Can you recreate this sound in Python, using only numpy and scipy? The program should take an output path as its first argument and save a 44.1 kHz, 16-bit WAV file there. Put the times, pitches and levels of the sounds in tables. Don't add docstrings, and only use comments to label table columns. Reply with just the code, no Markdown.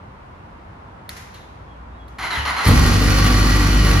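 import sys
import numpy as np
from scipy import signal
from scipy.fft import rfft, irfft, next_fast_len
from scipy.io import wavfile

SR = 44100
rng = np.random.default_rng(int(sys.argv[2]) if len(sys.argv) > 2 else 0)


def wav_out(sig):
    wavfile.write(sys.argv[1], SR, np.round(np.clip(np.atleast_2d(sig).T, -1, 1) * 32767).astype(np.int16))


N = 176400
T = np.arange(N) / SR
CATCH_S, GARAGE_T60_S = 2.66, 1


def amp(db):
    return 10 ** (np.asarray(db) / 20)


def unit(x):
    return x / np.sqrt(np.mean(x ** 2) + 1e-20)


def drift(hz):
    r = np.exp(-80 * np.pi * hz / SR)
    slow = signal.lfilter([1], [1, -2 * r, r * r], rng.standard_normal(N // 40 + 2002))[2000:]
    return np.interp(np.arange(N) / 40, np.arange(len(slow)), unit(slow))


def colour(x, points):
    size = next_fast_len(N + SR // 2, True)
    size += size % 2
    hz, db = np.transpose(points)
    f = np.maximum(np.arange(size // 2 + 1) * SR / size, 1)
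    cepstrum = irfft(np.log(amp(np.interp(np.log(f), np.log(hz), db))))
    cepstrum[1:size // 2] *= 2
    cepstrum[size // 2 + 1:] = 0
    return irfft(rfft(x, size) * np.exp(rfft(cepstrum)))[..., :N]


def noise(spectrum, envelope=1, shape=N):
    return unit(colour(envelope * rng.standard_normal(shape), spectrum))


def fade(x, decay_s):
    return signal.lfilter([1], [1, -np.exp(-1 / (decay_s * SR))], x + 1e-18)


def impulses(cycles):
    return np.diff(np.floor(cycles), prepend=np.floor(cycles[0]) - 1).clip(0, 1)


def garage(x, wet_db, lag_samples=0):
    t = T[:SR]
    tail = rng.standard_normal((2, SR)) * amp(-60 * t / GARAGE_T60_S) * (t > .004)
    tail = signal.lfilter(*signal.butter(1, 7600, fs=SR), tail / np.sqrt(np.sum(tail[0] ** 2)))
    direct = np.array([np.pad(x, (lag_samples, 0))[:N], x])
    diffuse = signal.fftconvolve(x[None], tail, axes=1)[:, :N]
    return (direct + amp(wet_db) * diffuse) / np.sqrt(1 + amp(2 * wet_db))


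# (frequency [Hz], gain [dB])
AIR_SPECTRUM = [(15, -40), (25, -9.5), (81, 2.5), (135, -5.5), (167, -5), (207, -7.5), (326, -11.5),
                (400, -14), (621, -15), (978, -11.5), (2430, -28.5), (3630, -36.5), (8000, -51.5),
                (12000, -54.5), (13500, -74)]
AIR_SIDE = [(60, -16.5), (250, -12), (600, 1.5), (8000, 0)]
# (time [s], level [dB])
HUM_SWELL = [(1.0, -65), (1.45, -48), (1.65, -47), (1.78, -40.5), (2.25, -40), (2.33, -64)]


def room_tone(air_db=-42, hum_hz=59):
    mid, side = colour(rng.standard_normal((2, N)), AIR_SPECTRUM)
    air = amp(air_db) * (unit(mid) + colour(unit(side), AIR_SIDE) * [[1], [-1]])
    swell = amp(np.interp(T, *np.transpose(HUM_SWELL)) + 1.3 * drift(21))
    return air + swell * np.sqrt(2) * np.sin(2 * np.pi * hum_hz * T + 0.16 * drift(2.4))


# (time [s], snap level [dB], snap decay [s], echo level [dB])
CONTROL_CLICKS = [(1.092, -24, 0.0032, -38.5), (1.166, -42.5, .012, -40.5), (1.343, -44, .004, -49),
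                  (2.082, -47.5, 0.0034, -58.5)]
# (frequency [Hz], gain [dB])
SNAP_SPECTRUM = [(300, -17), (1100, -7), (2000, 12), (2900, -6), (3700, 5), (4400, 15), (5200, -10),
                 (8500, -16), (10400, 5.5), (12000, 2), (15500, -7)]
ECHO_SPECTRUM = [(300, -21), (900, -2), (2000, 2.5), (2800, -4.5), (4000, -6), (6500, -4), (8500, -17),
                 (10000, -7), (12000, -10), (15500, -34)]


def controls(treble_t60_s=0.45):
    def dying(start, db, decay_s):
        return amp(db) * (T >= start) * np.exp(-np.maximum(T - start, 0) / decay_s)

    def echo(t60):
        return np.sqrt(sum(dying(s, db, t60 / np.log(1000)) ** 2 for s, _, _, db in CONTROL_CLICKS))

    snap = sum(dying(s, db, decay) for s, db, decay, _ in CONTROL_CLICKS) * noise(SNAP_SPECTRUM)
    wash = noise(ECHO_SPECTRUM, shape=(2, N))
    dull = signal.sosfilt(signal.butter(1, 4000, fs=SR, output="sos"), wash)
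    echoes = dull * echo(GARAGE_T60_S) + (wash - dull) * echo(treble_t60_s)
    return np.array([np.roll(snap, 1), snap]) + echoes


# (time [s], half-width [s], frequency [Hz], glide [Hz/s], level [dB], jitter [rad])
SERVO_CHIRPS = [(1.353, .014, 3310, -9000, -43, 4.6), (1.392, 0.089, 3820, -4000, -53, 2.8),
                (1.717, 0.035, 3300, -2000, -56, .35), (1.954, 0.036, 3750, 4000, -63, .3),
                (2.015, 0.027, 3335, -2000, -51, .3)]


def servo():
    chirps = 0
    for time, width, hz, glide, db, jitter in SERVO_CHIRPS:
        t = T - time
        phase = 2 * np.pi * (hz + glide * t / 2) * t + jitter * drift(150)
        chirps += amp(db) * np.exp(-(t / width) ** 2) * np.sin(phase)
    return garage(chirps, wet_db=-2, lag_samples=2)


# (frequency [Hz], bandwidth [Hz], gain [dB])
CASE_MODES = [(755, 72, -4), (1143, 68, 1.5), (1454, 97, -2), (1921, 56, 2), (2400, 62, -6),
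              (2984, 76, -6.5), (4280, 83, -5), (4890, 78, -7), (5860, 178, -8.5)]


def cases(force):
    ring = 0
    for k, (hz, width, db) in enumerate(CASE_MODES):
        r = np.exp(-np.pi * width / SR)
        gain = (1 - r * r) / 2
        feedback = [1, -2 * r * np.cos(2 * np.pi * hz / SR), r * r]
        ring += (-1) ** k * amp(db) * signal.lfilter([gain, 0, -gain], feedback, force)
    return ring


# (time [s], duration [s], level [dB])
COMPRESSIONS = [(2.184, 0.042, -26), (2.222, 0.041, -22.5), (2.304, 0.087, -22), (2.451, 0.055, -20.5),
                (2.564, 0.061, -20.5), (2.633, 0.068, -22)]
# (frequency [Hz], gain [dB])
GRIND_SPECTRUM = [(100, -17), (220, -12), (520, -16), (900, -3.5), (1300, -2.5), (1720, -6), (2000, -2),
                  (2450, -14), (3000, -11.5), (3750, -19), (4100, -12.5), (4550, -19.5), (7300, -26),
                  (8600, -49), (9600, -22), (12000, -28), (13200, -45)]


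def starter(mesh_hz=1072, sag_per_s=1.3, rise_s=0.0011, fall_s=0.028):
    load, loaded_s = 0, np.zeros(N)
    for start, length, db in COMPRESSIONS:
        age = np.maximum(T - start, 0)
        release = np.exp(-np.maximum(age - length, 0) / fall_s)
        load = np.maximum(load, amp(db) * (1 - np.exp(-age / rise_s)) * release)
        loaded_s = np.where(T > start, np.minimum(age, .2), loaded_s)
    mesh = np.cumsum(mesh_hz * (1 - sag_per_s * loaded_s + 0.0124 * drift(54))) / SR
    knocks = impulses(mesh / 6) * amp(5.4 * np.tanh(drift(130)))
    rattle = unit(fade(knocks, decay_s=0.0074)) + 2.1
    grind = noise(GRIND_SPECTRUM, rattle)
    ring = amp(-14.5) * unit(cases(noise([(4500, -3), (9000, -21)], rattle)))
    whine = sum(amp(db + 3 * np.tanh(drift(30))) * np.sin(2 * np.pi * k * mesh)
                for k, db in enumerate([-16, -9.5, -22, -14], 1))
    return garage(load * (grind + ring + whine), wet_db=2, lag_samples=1)


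# (time [s], frequency [Hz], level [dB])
SQUEAL_GLIDE = [(2.3, 4200, -53), (2.309, 4100, -28), (2.345, 3850, -31), (2.375, 3350, -36),
                (2.405, 3000, -29.5), (2.449, 2650, -43)]


def drive_squeal(low_ratio=0.73):
    times, hz, db = np.transpose(SQUEAL_GLIDE)
    phase = 2 * np.pi * np.cumsum(np.interp(T, times, hz) * (1 + .035 * drift(260))) / SR
    envelope = amp(np.interp(T, times, db)) * (T > times[0]) * (T < times[-1])
    tones = np.sin(phase) + 0.36 * np.sin(low_ratio * phase)
    return garage(envelope * tones, wet_db=-4, lag_samples=1)


# (time [s], boom level [dB], gas level [dB])
THUMPS = [(2.372, -21.5, -40), (2.663, -11, -16.5), (2.687, -18, -13.5), (2.712, -8.5, -19.5),
          (2.739, -11.5, -26)]
# (frequency [Hz], gain [dB], 60 dB decay time [s])
SILENCER_MODES = [(70.1, 0, 0.64), (102.5, -5.5, 0.22), (140.8, -12.5, 0.4)]
# (frequency [Hz], gain [dB])
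GAS_SPECTRUM = [(50, -17), (120, 3.5), (200, 2), (275, -1.5), (360, -13), (420, -2), (700, -15.5),
                (1050, -13), (2000, -41.5)]


def hard_firings(gas_decay_s=0.028):
    boom, gas = 0, 0
    for start, boom_db, gas_db in THUMPS:
        age = np.maximum(T - start, 0)
        attack = 1 - np.exp(-age / 0.0025)
        for hz, db, t60 in SILENCER_MODES:
            boom += attack * amp(boom_db + db - 60 * age / t60) * np.sin(2 * np.pi * hz * age)
        gas += attack * amp(gas_db) * np.exp(-age / gas_decay_s)
    return boom + garage(gas * noise(GAS_SPECTRUM), wet_db=-4)


# (phase [firing periods], relative level [dB])
VALVE_CONTACTS = [(0.03, -2.5), (0.302, 1), (.52, -7.5), (.78, -5)]
# (frequency [Hz], gain [dB])
RATTLE_SPECTRUM = [(150, -28), (500, -2), (650, -10.5), (920, -9), (1150, -4), (1680, -10.5), (2100, -7),
                   (2700, -9), (3700, -12.5), (4400, -8.5), (6000, -15.5), (7500, -15.5), (10000, -47)]
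TICK_SPECTRUM = [(3000, -18), (6500, 4), (8000, -40), (9500, 6.5), (11500, 7.5), (13000, -5.5),
                 (15500, 1.5)]
# (frequency [multiples of the firing rate], level [dB])
GEAR_WHINES = [(23.25, -36.5), (28.55, -37.5), (31, -42.5), (38.65, -35), (51.7, -41), (58.7, -40),
               (88, -40), (98, -49), (116.7, -39.5)]
# (frequency [Hz], left boost and right cut [dB])
BODY_PAN = [(1200, 0), (2000, 0.7), (4400, -2), (7000, -1)]


def valve_train(cycles, flare, lead_s=0.038):
    taps = sum(impulses(cycles - phase + 0.046 * drift(40)) * amp(db + 2.6 * np.tanh(drift(71)))
               for phase, db in VALVE_CONTACTS)

    def bursts(decay_s, floor):
        return unit(fade(taps, decay_s)) + floor

    spinning = np.clip((T - CATCH_S + lead_s) / 0.032, 0, 1)
    gain = spinning * amp(0.5 * flare + 1.63 * drift(22))
    ring = cases(bursts(decay_s=0.00095, floor=0.52) * rng.standard_normal(N))
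    ring = amp(-25.5) * unit(signal.sosfilt(signal.butter(2, 6450, fs=SR, output="sos"), ring))
    rattle = amp(-25) * noise(RATTLE_SPECTRUM, bursts(decay_s=0.0035, floor=1))
    wobble = 0.0055 * drift(11) + 0.001 * np.sin(2 * np.pi * cycles)
    angle = 2 * np.pi * (cycles + wobble)
    whines = sum(amp(db + 3.4 * drift(10)) * np.sin(k * angle + 0.68 * drift(27))
                 for k, db in GEAR_WHINES)
    ticks = amp(-33.5) * noise(TICK_SPECTRUM, bursts(decay_s=0.0082, floor=1))
    near = garage(gain * ticks, wet_db=-7, lag_samples=1)
    left, right = garage(gain * (ring + rattle + (1 - flare) * whines), wet_db=1.5, lag_samples=2)
    return near + [colour(left, BODY_PAN), colour(right, [(hz, -db) for hz, db in BODY_PAN])]


CYLINDER_LEVELS = [0.4, -0.52, -0.2, -0.1]
# (frequency [Hz], gain [dB])
PIPE_RESPONSE = [(25, -38), (38, -29), (48, -8), (68, -3), (105, -0.5), (128, -6.5), (175, -2.5),
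                 (215, -10.5), (255, -10), (330, -10), (470, -24), (650, -26.5), (2000, -56.5)]
# (frequency [multiples of the firing rate], rms level [dB], swing with the lope [dB])
ENGINE_ORDERS = [(1, -15.5, -0.9), (1.41, -28.5, 3), (2, -23.5, 4), (2.95, -29, 1.5), (3.55, -31, 3.5),
                 (4, -32.5, 1.5), (5, -29, -4), (6.04, -31.5, -2), (7.1, -37, -1)]


def exhaust(cycles, flare, lope_hz=6.87, lope_peak_s=3.1):
    firings = impulses(cycles + 0.015 * drift(23))
    cylinder = np.round(cycles).astype(int) % 4
    firings *= amp(np.array(CYLINDER_LEVELS)[cylinder] + 1.9 * drift(34))
    beats = amp(-30) * unit(colour(fade(firings, decay_s=0.0004), PIPE_RESPONSE))
    puffs = amp(-23.5) * noise(PIPE_RESPONSE, fade(firings, decay_s=0.0094))
    lope = np.cos(2 * np.pi * lope_hz * (T - lope_peak_s))
    tones = 0
    for k, db, swing in ENGINE_ORDERS:
        level = amp(db + swing * lope + 1.14 * np.sqrt(k) * drift(6.4))
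        tones += level * np.sqrt(2) * np.cos(2 * np.pi * k * cycles + 0.19 * k * drift(6.6))
    running = 1 - np.exp(-np.maximum(T - CATCH_S, 0) / 0.0083)
    return garage(running * (beats + puffs) * amp(7 * flare), wet_db=-5.5) + running * tones


# (frequency [Hz], gain [dB])
BARK_SPECTRUM = [(100, -6), (400, 3), (700, 2), (1000, 9.5), (1500, -27), (4000, -10), (7000, -18),
                 (11000, 0.5), (15500, -23)]


def bark(delay_s=0.023, half_width_s=0.0099):
    swell = np.exp(-((T - CATCH_S - delay_s) / half_width_s) ** 2)
    return garage(amp(-17.5) * swell * noise(BARK_SPECTRUM), wet_db=-1.5, lag_samples=1)


# (time [s], firing rate [Hz])
FIRING_RATE = [(2.66, 47.66), (2.85, 47.62), (2.92, 49.4), (4.0, 49.54)]


def scene(flare_s=0.33):
    cycles = np.cumsum(np.interp(T, *np.transpose(FIRING_RATE))) / SR
    cycles -= np.interp(CATCH_S + .004, T, cycles)
    flare = np.exp(-(np.maximum(T - CATCH_S, 0) / flare_s) ** 2)
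    engine = exhaust(cycles, flare) + valve_train(cycles, flare)
    start = starter() + drive_squeal() + hard_firings() + bark()
    return engine + start + controls() + servo() + room_tone()


def record(dry):
    dry = signal.sosfilt(signal.butter(4, 33, "high", fs=SR, output="sos"), dry)
    rounded = dry / (1 + (dry / .95) ** 6) ** (1 / 6)
    return signal.sosfilt(signal.cheby2(14, 70, 16600, fs=SR, output="sos"), rounded)


dry = scene()
out = record(dry)
wav_out(out)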